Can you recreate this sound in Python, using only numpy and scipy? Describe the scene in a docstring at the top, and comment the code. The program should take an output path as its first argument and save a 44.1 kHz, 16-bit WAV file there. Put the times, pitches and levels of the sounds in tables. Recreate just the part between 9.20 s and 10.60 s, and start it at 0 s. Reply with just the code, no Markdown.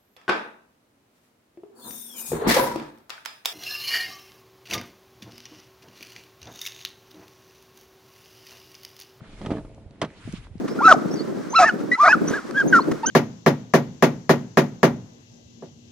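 """A quiet outdoor floor and low gusty rumble open, with sleeve rustle, faint creaking, a tick and a puff of air.
Then, close to the phone, a hand pulls a car door handle: linkage knocks, a dull latch thump, a peeling rubber seal,
a short squeak, the sharp clunk of the handle snapping back, and air puffs as the door swings open.
Force pulses and slips ring decaying modes; noise bands make floor, rumble, cloth and rattle; a broken sine squeaks;
filtered noise bursts tick; short low sine cycles make the puffs on the microphone."""
import sys
import numpy as np
from scipy import signal
from scipy.io import wavfile
from scipy.ndimage import uniform_filter1d, map_coordinates

SR = 44100
rng = np.random.default_rng(int(sys.argv[2]) if len(sys.argv) > 2 else 0)


def dump(signal):
    """Clip the signal to [-1, 1] and save it as 16-bit WAV at the path in sys.argv[1]."""
    limited = np.clip(np.atleast_2d(signal).T, -1, 1)
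    pcm = np.round(limited * 32767).astype(np.int16)
    wavfile.write(sys.argv[1], SR, pcm)


def volts_from_db(level):
    """Convert decibel levels to linear amplitude ratios."""
    exponent = np.asarray(level, float) / 20
    return 10 ** exponent


N = 61739
T = np.arange(N) / SR  # time, s

# steady outdoor floor, relative spectrum: pitch_hz, density_db (per Hz)
FLOOR_COLOUR = [(100, 4.5), (350, -7.5), (700, -17), (1500, -37), (4000, -37), (11000, -52)]
# gusty wind rumble, level before its wander: time_s, level_db
RUMBLE_LEVEL = [(0, -47), (.12, -55.5), (.31, -39), (.4, -49), (.7, -54.5), (.96, -63), (1.15, -44.5),
                (1.4, -53)]
# stereo width of diffuse sound: pitch_hz, side_over_mid_db (before each source's own offset)
WIDTH = [(60, -14), (600, -9), (1800, -4), (5000, 1)]
# sleeve rubbing, level before tilt and flicker: time_s, level_db
SLEEVE_LEVEL = [(0, -61.5), (.2, -56), (.36, -57.5), (.42, -67.5), (.7, -71.5), (.9, -59), (1.0, -57),
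                (1.06, -51.5), (1.14, -50.5), (1.25, -56), (1.3, -70.5), (1.4, -65.5)]
# cloth hiss, relative spectrum: pitch_hz, density_db (per Hz)
CLOTH_COLOUR = [(500, -13), (1100, -3), (2200, -6), (3500, -10), (5200, -19.5), (11000, -28.5)]
# door panel modes: pitch_hz, level_db, t60_s
DOOR_MODES = [(120, -1, 0.15), (160.8, -2, 0.11), (218.7, 1.5, 0.072), (294, 3, 0.048),
              (374.4, -2.5, 0.048), (438, -5, 0.061), (542.4, -5, 0.058), (639.3, -2.5, 0.062),
              (829, -11.5, 0.049)]
# strain on hinge and seal, heard as creaking in the panel: time_s, level_db
STRAIN_LEVEL = [(0, -52), (.12, -56), (.2, -48.5), (.29, -34), (.4, -34), (.43, -49.5), (.65, -53.5),
                (.78, -55), (.88, -44), (1.0, -60), (1.4, -90)]
# small dry ticks: start_s, level_db, centre_hz, width_hz (of the first, narrowest filter)
TICK_EVENTS = [(.0075, -45.5, 1170, 497), (0.5471, -54.5, 4870, 6000), (0.579, -43, 790, 294),
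               (0.7088, -54, 3700, 2980), (0.9031, -46, 1710, 1170), (1.1247, -39, 6900, 7800),
               (1.2690, -42.5, 874, 700), (1.3808, -54.5, 4720, 1520)]
# air puffs on the microphone, before the left-right tilt: start_s, level_db, starting_pitch_hz, decay_cycles
PUFF_EVENTS = [(.016, -29.5, 138, 0.88), (.660, -29, 79, 0.73), (1.051, -29.5, 119, 1.9),
               (1.074, -30.5, 268, 2.6), (1.089, -24, 170, 1.13), (1.108, -35, 126, 0.94),
               (1.131, -22, 170, 0.36), (1.137, -16, 202, 0.94), (1.180, -34.5, 147, 2.7),
               (1.310, -30.5, 90, 1.65), (1.354, -25.5, 205, 1.21), (1.369, -35.5, 120, 1.4)]
# handle and latch parts' modes: pitch_hz, level_db, t60_s
HANDLE_MODES = [(960, -22, 0.071), (1255, -0.5, 0.085), (2050, -1, 0.04), (3130, 1.5, 0.011),
                (3220, 0, 0.022), (4420, -13, 0.011), (5360, 2, 0.005)]
# blows in the mechanism: start_s, door_force_db, handle_force_db, door_contact_ms
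BLOW_EVENTS = [(.2150, -40, -50, 0.16), (0.2195, -32, -68, 2.45), (.2495, -33.5, -47, 1.13),
               (0.261, -48, -40.5, 0.13), (.2685, -28, -68, 1.88), (.3045, -24.5, -39, 1.08),
               (.3085, -41.5, -44, 0.76), (.3125, -57, -47, 0.31), (0.3159, -17, -43, 1.85),
               (0.3200, -29.5, -44.5, 0.58), (.3265, -36, -75, 0.73), (.3370, -33, -53.5, 0.31),
               (.3520, -26, -75, 1.7), (.3680, -29.5, -46.5, 2.07), (.3820, -45.5, -48, 1.1),
               (.4490, -43.5, -55.5, 1.1), (.8160, -62, -28, 0.1), (.8195, -31, -32.5, 0.73),
               (0.8263, -25, -35, 0.89), (.8400, -27.5, -41, 1.56), (0.847, -48, -41, 0.38),
               (1.0760, -36.5, -99, 1.37)]
# loose-part rattle, relative spectrum: pitch_hz, density_db (per Hz)
RATTLE_COLOUR = [(300, -6), (1100, -10), (2000, -20), (3200, -22.5), (11000, -39.5)]
# squeaky rub in the linkage, before its waver: time_s, pitch_hz, level_db
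SQUEAK_PATH = [(.357, 1730, -51), (.397, 1550, -60)]


def curve(table, col=1):
    """A table column over time."""
    rows = np.array(table)
    return np.interp(T, rows[:, 0], rows[:, col])


def unit(x):
    """Scale to rms 1."""
    return x / np.sqrt(np.mean(x ** 2))


def band(x, hz, width):
    """Resonant band-pass, centre and width in Hz."""
    centre = min(hz, 0.4 * SR)
    b, a = signal.iirpeak(centre, hz / min(width, 0.3 * SR), SR)
    return signal.lfilter(b, a, x)


def walk(rate):
    """Slow smoothed chance of rms 1, from `rate` draws a second."""
    hold = max(int(SR / rate), 2)
    steps = np.repeat(rng.standard_normal(N // hold + 1), hold)
    smooth = uniform_filter1d(uniform_filter1d(steps, hold), hold)
    return unit(smooth[:N])


def at(table, hz):
    """Read a spectrum on a log frequency axis."""
    rows = np.array(table)
    return np.interp(np.log(hz), np.log(rows[:, 0]), rows[:, 1])


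def band_noise(hz):
    """Third-octave noise of rms 1."""
    return unit(band(band(rng.standard_normal(N), hz, hz / 3), hz, hz / 2))


def diffuse(colour, lo_hz, shape, side_db=0):
    """Third-octave stereo noise bands; shape(hz) is each band's gain over time."""
    out = 0
    centres = lo_hz * 2 ** np.arange(0, np.log2(12000 / lo_hz), 1 / 3)
    weights = volts_from_db(at(colour, centres)) * np.sqrt(centres)  # density times bandwidth
    weights = weights / np.sqrt(np.sum(weights ** 2))
    for hz, weight in zip(centres, weights):
        mid = band_noise(hz)
        side = volts_from_db(at(WIDTH, hz) + side_db) * band_noise(hz)
        out = out + weight * shape(hz) * (mid + side * np.array([[1], [-1]]))
    return out


def push(s, db, ms):
    """A smooth contact force: a squared half sine, its sum set by db."""
    u = (T - s) / (ms / 1000)
    pulse = np.where((u > 0) & (u < 1), np.sin(np.pi * u) ** 2, 0)
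    return volts_from_db(db) * pulse / max(pulse.sum(), 1e-9)


def ring(force, modes):
    """Force rings a set of exponentially decaying sine modes."""
    out = 0
    for hz, db, t60 in modes:
        pole = np.exp(2j * np.pi * hz / SR - np.log(1000) / (t60 * SR))
        out = out + volts_from_db(db) * signal.lfilter([1], [1, -pole], force).imag
    return out


def panel(force, modes):
    """The door skin rings; it radiates poorly below 170 Hz."""
    b, a = signal.butter(2, 170, "high", fs=SR)
    return signal.lfilter(b, a, ring(force, modes))


def outdoors():
    """Steady noise floor and low wind rumble whose level wanders in gusts."""
    floor_db = -52.5
    floor = diffuse(FLOOR_COLOUR, 98.8, lambda hz: volts_from_db(floor_db + 0.18 * walk(13)))
    gust_db = curve(RUMBLE_LEVEL) + 3.6 * walk(14.33)
    rumble_colour = [(25, 0.5), (70, -1), (120, -7.0), (300, -47.5)]  # pitch_hz, density_db
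    return floor + diffuse(rumble_colour, 24.6, lambda hz: volts_from_db(gust_db), 0.87)


def sleeve():
    """Cloth friction hisses, brighter when faster, with flickering bands and a patchy narrow zip of ribbed weave."""
    brighten, neutral_db = 0.19, -58.5  # dB per octave of tilt for each dB over the neutral level
    weave_hz, weave_width_hz, weave_db = 2270, 390, -11  # weave level is relative to the sleeve curve
    db, shared = curve(SLEEVE_LEVEL), walk(39.36)
    tilt = brighten * (db - neutral_db)
    zip_noise = unit(band(rng.standard_normal(N), weave_hz, weave_width_hz))
    weave = zip_noise * volts_from_db(db + weave_db + 3.4 * walk(11.9))

    def flicker(hz):
        return volts_from_db(db + tilt * np.log2(hz / 2500) + 1.2 * shared + 2.2 * walk(40))

    return weave + diffuse(CLOTH_COLOUR, 500, flicker)


def creak():
    """Irregular soft slips of rubber and hinge drive the panel."""
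    slips_per_s, spread_db = 400, 3
    chance = rng.random((3, N))
    happens = chance[0] < slips_per_s / SR
    size = volts_from_db(-spread_db * np.log(chance[1] + 1e-9))
    slips = happens * size * np.sign(chance[2] - 0.5)
    soft = np.convolve(slips, np.hanning(42), "same")  # softened over 42 samples
    return unit(panel(soft, DOOR_MODES)) * volts_from_db(curve(STRAIN_LEVEL))


def ticks():
    """Brief decaying noise crackles, each through its own resonance."""
    decay_ms = 1.2  # of the crackle, before its resonance
    out, sign = 0, np.sign(rng.standard_normal(N))
    for s, db, hz, width in TICK_EVENTS:
        crackle = sign * (T > s) * np.exp(-np.clip(T - s, 0, 1) * 1000 / decay_ms)
        click = band(crackle, hz, width)
        click = band(band(click, hz, 2 * width), hz, 2 * width)
        # level is the rms if all the energy lay within decay_ms
        out = out + volts_from_db(db) * click * np.sqrt(decay_ms * SR / 1000 / np.sum(click ** 2))
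    return out


def puffs():
    """Pushed air makes a few low cycles that swell, fade and sag in pitch, stronger on left and right in turn."""
    pan_db = 6.5  # level difference between the ports
    out = 0
    for k, (s, db, hz, cycles) in enumerate(PUFF_EVENTS):
        c = np.clip(T - s, 0, 0.3) * hz  # cycles since the start, before the sag
        swell = 1 - np.exp(-(c / 0.27) ** 2)
        fade = np.exp(-(c / cycles) ** 1.19)
        wave = np.sin(2 * np.pi * c * (1 - 0.027 * c)) * swell * fade
        tilt_db = (-1) ** k * pan_db * np.array([[0.5], [-0.5]])
        out = out + volts_from_db(db + tilt_db) * wave
    return out


def mechanism():
    """Contact blows ring the door panel and the handle and latch parts."""
    plate_share = 0.51  # the small hard parts feel this share of a contact's length
    door_force = sum(push(s, db, ms) for s, db, _, ms in BLOW_EVENTS)
    handle_force = sum(push(s, db, plate_share * ms) for s, _, db, ms in BLOW_EVENTS)
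    return -panel(door_force, DOOR_MODES) + ring(handle_force, HANDLE_MODES)


def rattle():
    """Loose parts shake on in a dense noise tail after every blow; soft blows leave the treble out."""
    level_db, side_db = 7, -5
    t60_s, t60_tilt = 0.07, 0.11  # decay at 1 kHz, and how fast it shortens with pitch
    soft_cycles = 3.5  # contacts longer than this many cycles of a band hardly shake it
    contact_s = np.array(BLOW_EVENTS)[:, 3] / 1000
    power = np.array([push(s, db, 0.94) ** 2 for s, _, db, _ in BLOW_EVENTS]) * (SR / 1500)

    def tail(hz):
        hardness = 1 / (1 + (hz * contact_s / soft_cycles) ** 2)
        decay = np.exp(-2 * np.log(1000) * (hz / 1000) ** t60_tilt / (t60_s * SR))
        return np.sqrt(signal.lfilter([1], [1, -decay], hardness @ power))

    return volts_from_db(level_db) * diffuse(RATTLE_COLOUR, 292.4, tail, side_db)


def squeak():
    """Fast stick-slip in the linkage: a wavering, broken tone that sags as the rub slows."""
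    hz = curve(SQUEAK_PATH) * (1 + 0.05 * walk(500))
    inside = 1.0 * (T > SQUEAK_PATH[0][0]) * (T < SQUEAK_PATH[-1][0])
    gate = uniform_filter1d(inside, 200)
    level = volts_from_db(curve(SQUEAK_PATH, col=2) + 4 * walk(250))
    return np.sin(2 * np.pi * np.cumsum(hz) / SR) * level * gate


def scene():
    """Car and sleeve lie a little to the right, reaching the left port later and weaker; air and floor surround."""
    lag_s, pan_db = 4.2e-5, -1.5  # left against right
    centred = creak() + ticks() + mechanism() + squeak()
    car = np.array([1, 1])[:, None] * centred + rattle() + sleeve()
    car[0] = map_coordinates(car[0], [(T - lag_s) * SR], mode="nearest")
    placed = car * volts_from_db(np.array([[pan_db / 2], [-pan_db / 2]]))
    return placed + puffs() + outdoors()


def band_limit(x):
    """A steep low-pass at the top of the band."""
    return signal.sosfilt(signal.butter(12, 11730, fs=SR, output="sos"), x)


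def record(dry):
    """The phone cuts the top steeply above 11150 Hz."""
    low_pass = signal.ellip(10, 0.2, 75, 11150, fs=SR, output="sos")
    finished = signal.sosfilt(low_pass, dry)
    return band_limit(finished)


dry = scene()
out = record(dry)
dump(out)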